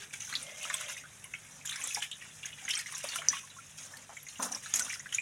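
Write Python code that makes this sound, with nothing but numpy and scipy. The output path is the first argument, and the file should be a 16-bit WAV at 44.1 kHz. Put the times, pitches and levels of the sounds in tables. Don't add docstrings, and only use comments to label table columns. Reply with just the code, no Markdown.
import sys
import numpy as np
from scipy import signal
from scipy.fft import rfft, irfft, next_fast_len
from scipy.io import wavfile
from scipy.ndimage import uniform_filter1d, map_coordinates

SR = 44100
rng = np.random.default_rng(int(sys.argv[2]) if len(sys.argv) > 2 else 0)


def dump(signal):
    limited = np.clip(np.atleast_2d(signal).T, -1, 1)
    pcm = np.round(limited * 32767).astype(np.int16)
    wavfile.write(sys.argv[1], SR, pcm)


def gain_from_db(level_db):
    decades = np.asarray(level_db, float) / 20
    return 10 ** decades


N = 229792

# (frequency [Hz], density [dB])
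ROOM_SPECTRUM = [(25, -12), (138, 0.5), (264, -15), (534, -12), (1270, -17.5), (1810, -7.5), (2940, -29.5),
                 (3650, -20), (4660, -39), (7190, -13.5), (10800, -16.5), (16200, -54)]
# (frequency [Hz], level [dB rms])
HUM_LINES = [(50, -87), (101, -74), (150, -70), (200, -76)]
# (frequency [Hz], width [Hz], level [dB])
VESSEL_MODES = [(606, 180, -4.5), (2124, 81, -1.5)]
# (start [s], hold [s], level [dB])
OVERFLOWS = [
    (0.44, 0.063, -51.5),
    (0.6, 0.29, -55),
]
# (frequency [Hz], density [dB])
RATTLE_SPECTRUM = [(250, -21), (420, -11), (520, 0), (900, 0), (1300, 1.5), (1950, -6.5), (3300, -120)]
# (frequency [Hz], density [dB])
BEND_SPECTRUM = [(120, -82), (190, -9.5), (235, -8.5), (263, -2.5), (300, -13.5), (400, -35)]
# (start [s], hold [s], rattle [dB], bending over rattle [dB])
DRAGS = [(0.324, 0.1, -59, -4), (1.795, 0.074, -55, -10), (1.967, 0.012, -50.5, -9), (2.62, 0.082, -62, -3),
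         (1.49, 0.12, -62, -9), (3.043, 0.012, -45, -10), (3.119, 0.12, -53.5, -17),
         (3.279, 0.035, -59, -1), (3.797, 0.23, -60, -9), (4.094, 0.035, -53, -23),
         (4.396, 0.065, -39.5, -6), (4.459, 0.098, -48, -7), (4.736, 0.14, -49.5, -11)]
# (time [s], peak [dB])
FILM_SNAPS = [(0.1365, -33), (0.629, -32), (0.743, -25.5), (0.809, -26.5), (1.24, -41), (1.654, -30),
              (1.6928, -31), (2.113, -40), (4.788, -29), (1.872, -25.5), (1.9447, -28.5), (2.023, -33),
              (2.4584, -28), (2.7063, -29.5), (2.69, -31), (2.735, -32), (2.79, -31), (2.808, -35),
              (2.922, -32), (2.98, -29), (3.04, -34), (3.0942, -31), (3.157, -25.5), (3.285, -27),
              (3.969, -36), (4.4276, -22.5), (4.518, -33), (4.738, -20.5), (4.7942, -17.5), (4.9232, -30.5),
              (5.143, -31), (5.126, -40), (1.7105, -32), (1.758, -35), (1.838, -30)]
# (frequency [Hz], density [dB])
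TEAR_SPECTRUM = [(300, -57), (600, -23), (1500, -18), (3000, -7), (4500, -15), (6200, -3), (10000, -3),
                 (13500, -20.5), (16200, -28)]
# (time [s], peak [dB], pitch [Hz])
BLIPS = [(0.0208, -41, 2030), (0.1072, -40.5, 2411), (0.292, -43, 3617), (0.3263, -30.5, 4160),
         (0.467, -38.5, 3130), (0.4687, -49, 2067), (0.5032, -44, 2050), (0.56, -43, 3220),
         (0.6105, -36, 2510), (0.6994, -34, 3703), (0.7293, -33, 2411), (0.7403, -31, 3330),
         (0.756, -44, 2497), (0.7847, -39.4, 3430), (0.8192, -43, 3650), (0.8267, -39.5, 1900),
         (0.8633, -34.5, 3200), (0.9007, -39, 2080), (0.946, -44.0, 3480), (1.242, -41, 2860),
         (1.6887, -38.5, 1515), (1.728, -41, 2750), (1.879, -42, 2153), (2.447, -37, 1720),
         (2.528, -44, 3030), (2.6138, -42, 2370), (2.6529, -39, 1590), (2.734, -28.5, 4230),
         (2.738, -25, 3120), (2.768, -34.5, 1636), (2.7914, -35, 4180), (2.8148, -38, 1830),
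         (2.8612, -45, 3445), (2.8881, -44, 2790), (2.924, -41, 1981), (2.9465, -37, 3600),
         (2.9668, -45.0, 1560), (1.612, -42, 2400), (3.009, -37, 2800), (3.158, -32, 2940),
         (3.219, -35, 2200), (3.2793, -40, 2153), (3.304, -46, 3962), (3.3442, -35, 2497),
         (3.368, -35, 1630), (3.474, -44, 1710), (3.97, -42.9, 4360), (4.2004, -45, 3617),
         (4.2882, -39, 4190), (4.357, -39.5, 2870), (4.6354, -42, 1880), (4.452, -39, 990),
         (4.8647, -42, 1150), (4.8812, -37, 1450), (4.957, -37, 1400), (5, -36, 1840), (5.0915, -39, 2970),
         (5.1262, -35, 1950), (5.1486, -38, 2430), (5.148, -35, 3660)]
# (time [s], peak [dB], pitch [Hz])
MORE_BLIPS = [(0.021, -42, 1650), (0.1372, -38.5, 1530), (0.1378, -40, 3320), (0.143, -44, 2700),
              (0.6794, -40, 3445), (0.327, -33, 1950), (0.7395, -38, 1460), (0.7511, -39, 2520),
              (0.8153, -39, 2800), (0.9176, -43.8, 2570), (0.923, -45, 3740), (0.9778, -33.5, 2600),
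              (1.0112, -44, 2020), (1.649, -38.5, 1670), (1.6963, -27.5, 3650), (1.7084, -39, 2583),
              (1.738, -40, 2300), (1.738, -38.5, 2153), (1.757, -32, 1600), (1.7826, -43, 3703),
              (1.7996, -41, 1636), (1.8146, -37, 2110), (1.8622, -36, 3750), (1.8796, -36, 3430),
              (1.89, -34, 3600), (1.925, -36, 2560), (1.9315, -41, 3650), (1.9502, -32.5, 3460),
              (1.97, -35, 1650), (1.9762, -38.6, 2550), (2.0218, -31, 1730), (2.1166, -34, 3610),
              (2.4647, -37, 2220), (2.679, -34, 3040), (2.7038, -36, 2180), (2.733, -39, 1722),
              (2.7836, -39, 3445), (2.8188, -40, 2360), (4.739, -38, 2000), (4.753, -33, 2000),
              (2.9407, -37, 1716), (0.297, -43, 1120), (3.1383, -33, 3600), (3.1845, -33.5, 2340),
              (3.27, -41, 1620), (1.786, -38, 2300), (4.5354, -40, 1710), (1.339, -36.5, 1480),
              (4.6635, -45, 3703), (5.1245, -45, 1378)]
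# (time [s], peak [dB], pitch [Hz])
TICKS = [(0.2192, -29.5, 6170), (0.2531, -47, 6201), (0.3367, -33, 6718), (0.3573, -41, 6150),
         (0.466, -37.5, 5900), (0.5708, -36.5, 6201), (0.6318, -36, 9991), (0.6965, -30.5, 7100),
         (0.7433, -33.6, 11000), (0.7693, -31, 6201), (0.8113, -37, 7579), (0.897, -33, 5770),
         (1.6563, -35, 11000), (1.7049, -38, 8957), (1.7249, -36, 9646), (1.8796, -30, 6000),
         (1.9954, -35, 7407), (2.1136, -36.5, 7600), (2.6505, -29, 6460), (2.7903, -40, 11300),
         (2.8688, -35, 5720), (2.95, -27.5, 6600), (3.0419, -30.5, 10500), (3.0981, -39, 7924),
         (3.4052, -42, 6170), (4.2862, -31, 6546), (4.3148, -40.4, 6400), (4.3844, -36.5, 6718),
         (4.405, -32, 6201), (4.43, -31, 7000), (4.5225, -35, 8957), (4.6414, -44, 6170),
         (4.7086, -40, 6300), (4.757, -24, 11025), (4.8476, -37, 6400), (4.9265, -34, 8300)]
# (time [s], peak [dB], pitch [Hz])
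MORE_TICKS = [(0.2477, -38, 6201), (0.3515, -41, 10680), (0.3577, -36.9, 6201), (0.5912, -36.8, 6201),
              (0.646, -41, 6373), (2.957, -31, 5870), (0.9371, -38, 6029), (1.2419, -36, 9819),
              (1.6939, -33, 6250), (1.7589, -31, 5340), (1.9436, -29, 10508), (2.456, -34, 6300),
              (5.199, -35.5, 7300), (3.072, -34, 6890), (3.1008, -33, 6029), (3.1771, -35, 10500),
              (4.1704, -37, 7000), (4.2295, -38.5, 11400), (4.2665, -37.5, 6600), (5.141, -27, 6030),
              (4.8015, -25, 6718), (4.8314, -33.6, 9302), (5.18, -35, 7000), (4.848, -31, 9474),
              (4.94, -41, 9646), (5.1517, -31, 9646)]
# (time [s], peak [dB], pitch [Hz], life [s], breadth [0-1])
PLOPS = [(0.652, -32.5, 1320, 0.039, 0.07), (0.702, -33.5, 1157, 0.091, 0.18),
         (1.051, -41, 1424, 0.036, 0.23), (1.254, -51, 1030, 0.08, 0.13), (1.839, -36, 1116, 0.047, 0.03),
         (1.97, -32.5, 837, 0.076, 0.25), (2.623, -50, 787, 0.18, 0.07), (2.924, -40.5, 1083, 0.13, 0.1),
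         (3.04, -30.5, 602, 0.019, 0.19), (3.187, -41.5, 669, 0.075, 0.05),
         (3.332, -29.5, 1107, 0.093, 0.02), (3.565, -46.5, 1090, 0.06, 0.1), (3.586, -40, 1374, 0.051, 0),
         (4.093, -46, 817, 0.1, 0.4), (4.395, -34.5, 628, 0.05, 0.67), (4.399, -31.5, 1040, 0.04, 0.4),
         (0.002, -57, 403, 0.36, 0.3), (4.4275, -30.5, 897, 0.035, 0.22), (4.555, -45, 1010, 0.05, 0.1),
         (4.511, -40, 748, 0.09, 0.1), (4.803, -29.5, 1470, 0.042, 0.01), (0.743, -39.5, 1064, 0.047, 0),
         (0.898, -37, 1520, 0.05, 0.18), (3.435, -47, 1110, 0.082, 0), (4.737, -42, 1330, 0.034, 0.02),
         (4.757, -42.5, 966, 0.15, 0), (5.128, -41.5, 1420, 0.035, 0.2)]
# (time [s], peak [dB], pitch [Hz])
CLEAR_BUBBLES = [(0.137, -30, 2230), (0.3256, -27.5, 1474), (0.3537, -15.5, 3720), (0.741, -25, 3440),
                 (0.893, -38, 2620), (0.9665, -33, 2110), (1.2421, -38.5, 2160), (1.674, -30, 3100),
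                 (1.725, -27.5, 3820), (1.7565, -33, 2040), (1.907, -27.5, 2580), (1.9584, -27, 2220),
                 (2.005, -31, 3270), (2.216, -42, 2570), (2.77, -26, 2380), (2.8602, -28, 2040),
                 (3.041, -29.5, 2630), (3.088, -25.5, 4550), (3.1865, -27, 3010), (3.3048, -32.5, 1710),
                 (3.328, -26, 1880), (3.502, -39.5, 3840), (3.937, -34, 1760), (4.1684, -31, 2190),
                 (4.2672, -33.5, 2190), (5.184, -16.5, 2386), (2.789, -26.5, 5120), (5.059, -28, 1790),
                 (5.1246, -25, 3095), (4.659, -36, 3890), (2.1146, -25, 3070), (3.1317, -32.5, 1820),
                 (1.3375, -38, 2930), (1.351, -37.5, 3100), (2.212, -37.5, 2850), (2.221, -36.5, 1870),
                 (2.311, -45, 3430), (3.513, -44, 2800), (3.602, -42, 2220), (0.275, -41.5, 1460),
                 (1.038, -39, 1410)]
# (time [s], peak [dB], middle pitch [Hz])
SPLATS = [(0.3047, -38, 1370), (0.3385, -24.5, 2380), (0.632, -34, 3570), (0.64, -26, 2890),
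          (0.6999, -20, 1794), (0.809, -31.5, 1476), (1.338, -21.5, 2224), (1.654, -38, 3280),
          (1.693, -27.5, 3120), (2.792, -28, 1880), (1.8133, -27.5, 2570), (2.0236, -18.5, 3020),
          (2.1279, -30, 3430), (2.431, -29, 2790), (2.529, -32, 2910), (2.681, -23.5, 2040),
          (2.698, -21, 2810), (2.7084, -17, 3000), (2.7363, -33.5, 2000), (3.1193, -30, 3540),
          (3.158, -26, 1380), (3.218, -30.5, 1370), (3.247, -34.5, 1660), (3.3686, -28, 2970),
          (4.396, -36, 1390), (4.66, -30, 1496), (4.7521, -32, 2370), (4.899, -24.5, 2325),
          (4.93, -26.5, 1920), (1.72, -31, 1700)]
# (time [s], peak [dB], pitch [Hz])
DROPS = [(0.205, -32, 6540), (0.353, -18.5, 4340), (0.4278, -28.5, 8880), (0.741, -19, 8180),
         (1.242, -38.5, 10930), (1.336, -38, 6400), (1.6594, -27, 6900), (1.6746, -25.5, 6650),
         (1.82, -28.5, 6200), (1.839, -22.5, 7560), (1.947, -18.5, 5880), (2.4565, -29.5, 6270),
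         (2.707, -23, 5600), (2.7525, -22.5, 5680), (2.775, -24, 8340), (3.088, -31, 5900),
         (3.158, -30, 6140), (3.2855, -6, 6000), (3.7863, -34.5, 5500), (4.426, -24, 9250),
         (4.523, -25.5, 5900), (4.5478, -24, 5600), (4.7385, -12, 6460), (4.7505, -29, 6330),
         (4.7581, -18, 6960), (4.793, -35, 6600), (4.822, -23, 6160), (4.896, -27.5, 5820),
         (4.94, -28.5, 5320), (4.9952, -30.5, 6470), (5.147, -16.5, 6720)]
# (start [s], hold [s], bubbling [dB], spray over bubbling [dB])
STROKES = [(0.0, 0.039, -42, -6), (0.135, 0.0061, -43.5, 4.5), (0.207, 0.052, -46.5, 2.5),
           (0.297, 0.12, -46, 2.5), (0.41, 0.14, -50, -2), (0.58, 0.14, -44, 0.5),
           (0.732, 0.11, -40.5, -1.5), (0.886, 0.039, -39, -0.5), (0.976, 0.022, -51, 2),
           (1.657, 0.14, -44, -0.5), (1.799, 0.19, -43.5, 2), (2.024, 0.006, -35.5, -1),
           (2.218, 0.043, -49, -8), (2.43, 0.058, -47.5, -2.5), (2.582, 0.1, -47.5, -2.5),
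           (2.692, 0.11, -40.5, 2), (2.865, 0.14, -43.5, 1), (3.038, 0.15, -41, 0),
           (3.216, 0.094, -48.5, 0), (3.317, 0.075, -40, -2.5), (3.782, 0.073, -49.5, 4),
           (3.907, 0.039, -57.5, 8.5), (4.282, 0.16, -54, 5), (4.427, 0.02, -44.5, 12),
           (4.521, 0.055, -47, 5), (4.632, 0.17, -48, 4), (4.744, 0.034, -38.5, 7.5), (4.8, 0.025, -41, 5),
           (4.842, 0.11, -44, 2.5), (5.131, 0.021, -45, 3.5)]
# (frequency [Hz], density [dB])
FROTH_SPECTRUM = [(470, -48), (800, -13.5), (1700, -3), (2450, 0.5), (3040, -1.5), (3600, -1.5),
                  (4390, -16.5), (5000, -9), (6500, -22), (11000, -120)]
# (frequency [Hz], density [dB])
SPRAY_SPECTRUM = [(2350, -28.5), (4000, -6.5), (4420, -15.5), (5720, 2), (6580, 4.5), (7790, -3.5),
                  (9180, -1.5), (10700, -7), (13500, -21.5), (15800, -22)]


def unit(x):
    return x / np.sqrt(np.mean(x ** 2) + 1e-20)


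def wobble(rate):
    knots = rng.standard_normal(int(N * rate / SR) + 4)
    return map_coordinates(knots, [np.arange(N) * rate / SR])


def coloured(x, spectrum, flatten=True):
    m = next_fast_len(N + 8192)
    hz, db = np.transpose(spectrum)
    z = rfft(x, m)
    own = 1
    if flatten:
        own = np.sqrt(np.abs(uniform_filter1d(np.abs(z) ** 2, size=m // 60))) + 1e-9
    gain = gain_from_db(np.interp(np.log(np.fft.rfftfreq(m, 1 / SR) + 1), np.log(hz), db))
    return unit(irfft(z / own * gain, m)[:N])


def patchy(depth_db):
    z = signal.stft(rng.standard_normal(N), nperseg=256)[2]
    field = uniform_filter1d(rng.standard_normal(z.shape), size=9, axis=0)
    field = uniform_filter1d(field, size=5, axis=1)
    return signal.istft(z * gain_from_db(depth_db * unit(field)), nperseg=256)[1][:N]


def echoes(near_db, near_t60, far_db, far_t60):
    t = np.arange(SR // 6) / SR
    tail = gain_from_db(near_db - 60 * t / near_t60) + gain_from_db(far_db - 60 * t / far_t60)
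    h = tail * rng.standard_normal(len(t)) * np.clip(t / 0.0026, 0, 1)
    h[0] = 1
    return h


def smeared(x, **room):
    out, step = np.zeros(N + SR), SR // 25
    for i in range(0, N, step):
        part = signal.fftconvolve(x[i:i + step], echoes(**room))
        out[i:i + len(part)] += part
    return out[:N]


def grains(count, centre_hz, octaves, cycles, spread_db, rise):
    draw = rng.random((count, 3))
    hz = centre_hz * 2 ** (octaves * rng.standard_normal(count))
    hz = np.clip(hz, 150, 16000)[:, None]
    t = np.arange(1900000 // count) / SR
    age = t * hz / cycles
    size = gain_from_db(-spread_db * np.log(draw[:, 1:2] + 0.044))
    ring = np.sin(2 * np.pi * hz * t * (1 + rise * np.minimum(age, 1)))
    wave = size * ring * np.exp(-4 * age) * (1 - np.exp(-t * hz * 3))
    at = (draw[:, :1] * N).astype(int) + np.arange(len(t))
    return unit(np.bincount(at.ravel(), wave.ravel(), N + len(t))[:N])


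def sized(table, life_s, breadth):
    return [(*row, life_s, breadth) for row in table]


def pops(table, gain_db, attack_cycles, rise, room):
    out, t = np.zeros(N + SR), np.arange(SR // 11) / SR
    for s, db, hz, life, breadth in table:
        life = max(life, 0.003)
        octaves = np.clip(breadth, 0, 1) * rng.uniform(0.27, 1.0, 3) * [0, 1, -1]
        delay = 0.1504 * life * rng.random(3) * [0, 1, 1]
        u = np.clip(t - delay[:, None], 0, None)
        climb = 1 + rise * (np.minimum(u / life, 1) - 0.3)
        rings = np.sin(2 * np.pi * hz * 2 ** octaves[:, None] * u * climb)
        rings = rings * gain_from_db(-60 * u / life) * (1 - np.exp(-(u * hz / attack_cycles) ** 2))
        heard = signal.fftconvolve(np.dot([1, 0.6, 0.45], rings), echoes(**room))
        out[round(s * SR):][:len(heard)] += gain_from_db(db + gain_db) * heard / np.abs(heard).max()
    return out[:N]


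def swells(rows, attack_s, t60):
    s, hold, db = (c[:, None] for c in np.transpose(rows)[:3])
    t = np.arange(0, N + 64, 64) / SR - s
    fall_db = 60 * np.clip(t - hold, 0, None) / t60
    return (gain_from_db(db - fall_db) * np.clip(t / attack_s + 1, 0, 1)) ** 2


def summed(power, rest_db, extra_db=0):
    weights = gain_from_db(2 * np.reshape(extra_db, (-1, 1)))
    total = np.sqrt((power * weights).sum(0) + gain_from_db(2 * rest_db))
    return np.interp(np.arange(N), np.arange(len(total)) * 64, total)


def stroke_swells():
    return swells(STROKES, attack_s=0.011, t60=0.19)


def water_gains():
    strokes = stroke_swells()
    return summed(strokes, -55), summed(strokes, -53, np.transpose(STROKES)[3])


def kitchen():
    out = coloured(rng.standard_normal(N), ROOM_SPECTRUM) * gain_from_db(-61.5 + 1.8 * wobble(2.514))
    t = np.arange(N) / SR
    for hz, db in HUM_LINES:
        sway = gain_from_db(db + 3.5 + 2.6 * wobble(8.7))
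        out += sway * np.sin(2 * np.pi * hz * t + 0.81 * wobble(14))
    return out


def spill():
    m = next_fast_len(N + 8192)
    f = np.fft.rfftfreq(m, 1 / SR)
    hollow = 0
    for centre, width, db in VESSEL_MODES:
        band = 1j * f * width / (centre * centre - f * f + 1j * f * width)
        hollow = hollow + gain_from_db(db) * band ** 2 / np.sqrt(width)
    drumming = rng.standard_normal(N) * gain_from_db(1.4 * wobble(25.2))
    ring = unit(irfft(rfft(drumming, m) * hollow, m)[:N])
    return summed(swells(OVERFLOWS, attack_s=0.037, t60=0.71), -120) * ring


def bowl():
    strokes, drags = stroke_swells(), swells(DRAGS, attack_s=0.0034, t60=0.15)
    rattle = np.hypot(summed(drags, -67.5), summed(strokes, -120, -33))
    wall = np.hypot(summed(drags, -74, np.transpose(DRAGS)[3]), summed(strokes, -120, -42))
    lumps = grains(count=8000, centre_hz=840, octaves=1.0, cycles=1.73, spread_db=1.5, rise=0.34)
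    lumps = (lumps + 1.74 * rng.standard_normal(N)) * gain_from_db(1.1 * wobble(40))
    bend = gain_from_db(-0.7) * wall * coloured(rng.standard_normal(N), BEND_SPECTRUM, flatten=False)
    return bend + gain_from_db(-3.0) * rattle * coloured(lumps, RATTLE_SPECTRUM)


def crackle():
    draw = rng.random((2, 2, N))
    struck = draw[0] < 900 / SR
    knocks = struck * gain_from_db(-3.2 * np.log(draw[1] + 0.03)) * np.sign(draw[1, ::-1] - 0.5)
    bubbling, spray = water_gains()
    dull = gain_from_db(-14.0) * bubbling * coloured(knocks[0], FROTH_SPECTRUM, flatten=False)
    bright = gain_from_db(-11.5) * spray * coloured(knocks[1], SPRAY_SPECTRUM, flatten=False)
    return dull + bright


def snaps():
    burst, t = np.zeros(N + SR), np.arange(SR // 8) / SR
    fade = gain_from_db(-60 * t / 0.032) + gain_from_db(-1.5 - 60 * t / 0.005)
    for s, db in FILM_SNAPS:
        burst[round(s * SR):][:len(t)] += gain_from_db(db) * fade * (1 - np.exp(-t / 0.001))
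    puffs = burst[:N] * unit(patchy(depth_db=4.5))
    return gain_from_db(-4.0) * np.std(puffs) * coloured(puffs, TEAR_SPECTRUM, flatten=False)


def patter():
    blips = pops(sized([*BLIPS, *MORE_BLIPS], 0.019, 0.12), -2.7, attack_cycles=0.89, rise=0.032,
                 room=dict(near_db=-32.0, near_t60=0.033, far_db=-32.5, far_t60=0.2))
    ticks = pops(sized([*TICKS, *MORE_TICKS], 0.0071, 0.122), -2.3, attack_cycles=4.5, rise=0.037,
                 room=dict(near_db=-20.0, near_t60=0.04, far_db=-55.0, far_t60=0.27))
    return blips + ticks


def splashes():
    big = pops(PLOPS, -2.4, attack_cycles=0.97, rise=0.014,
               room=dict(near_db=-24.5, near_t60=0.024, far_db=-36.5, far_t60=0.095))
    mids = sized(CLEAR_BUBBLES, 0.01896, 0.076) + sized(SPLATS, 0.02094, 0.385)
    mid = pops(mids, -5.0, attack_cycles=1.27, rise=0.041,
               room=dict(near_db=-24.5, near_t60=0.05, far_db=-37.0, far_t60=0.21))
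    small = pops(sized(DROPS, 0.00572, 0.09), -0.85, attack_cycles=2.85, rise=0.045,
                 room=dict(near_db=-20.5, near_t60=0.04, far_db=-46.0, far_t60=0.43))
    return big + mid + small


def stirring():
    bubbling, spray = water_gains()
    clump = wobble(20.94)
    room = dict(near_db=-13.0, near_t60=0.032, far_db=-38.5, far_t60=0.34)
    froth = grains(count=6000, centre_hz=1870, octaves=0.9, cycles=7.1, spread_db=3.5, rise=0.13)
    froth = froth + 0.54 * patchy(depth_db=5.0)
    fizz = grains(count=9000, centre_hz=6500, octaves=0.5, cycles=6.0, spread_db=5.5, rise=0.03)
    fizz = fizz + 0.5 * patchy(depth_db=2.5)
    froth = smeared(froth * gain_from_db(0.66 * clump + 1.74 * wobble(35)), **room)
    fizz = smeared(fizz * gain_from_db(1.3 * clump + 1.25 * wobble(40)), **room)
    froth = gain_from_db(-6.0) * bubbling * coloured(froth, FROTH_SPECTRUM)
    return froth + gain_from_db(-4.4) * spray * coloured(fizz, SPRAY_SPECTRUM)


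def scene():
    behind = kitchen() + spill() + bowl() + crackle()
    water = snaps() + patter() + splashes() + stirring()
    return (behind + water)[None]


def roll_off(x):
    return signal.sosfilt(signal.butter(12, 16800, fs=SR, output="sos"), x)


def record(dry):
    hz = np.fft.rfftfreq(N, 1 / SR)
    low_cut_hz, top_hz = 46, 16000
    band = (hz < top_hz) / np.sqrt(1 + (low_cut_hz / (hz + 1)) ** 6)
    return roll_off(irfft(rfft(dry) * band, N))


dry = scene()
out = record(dry)
dump(out)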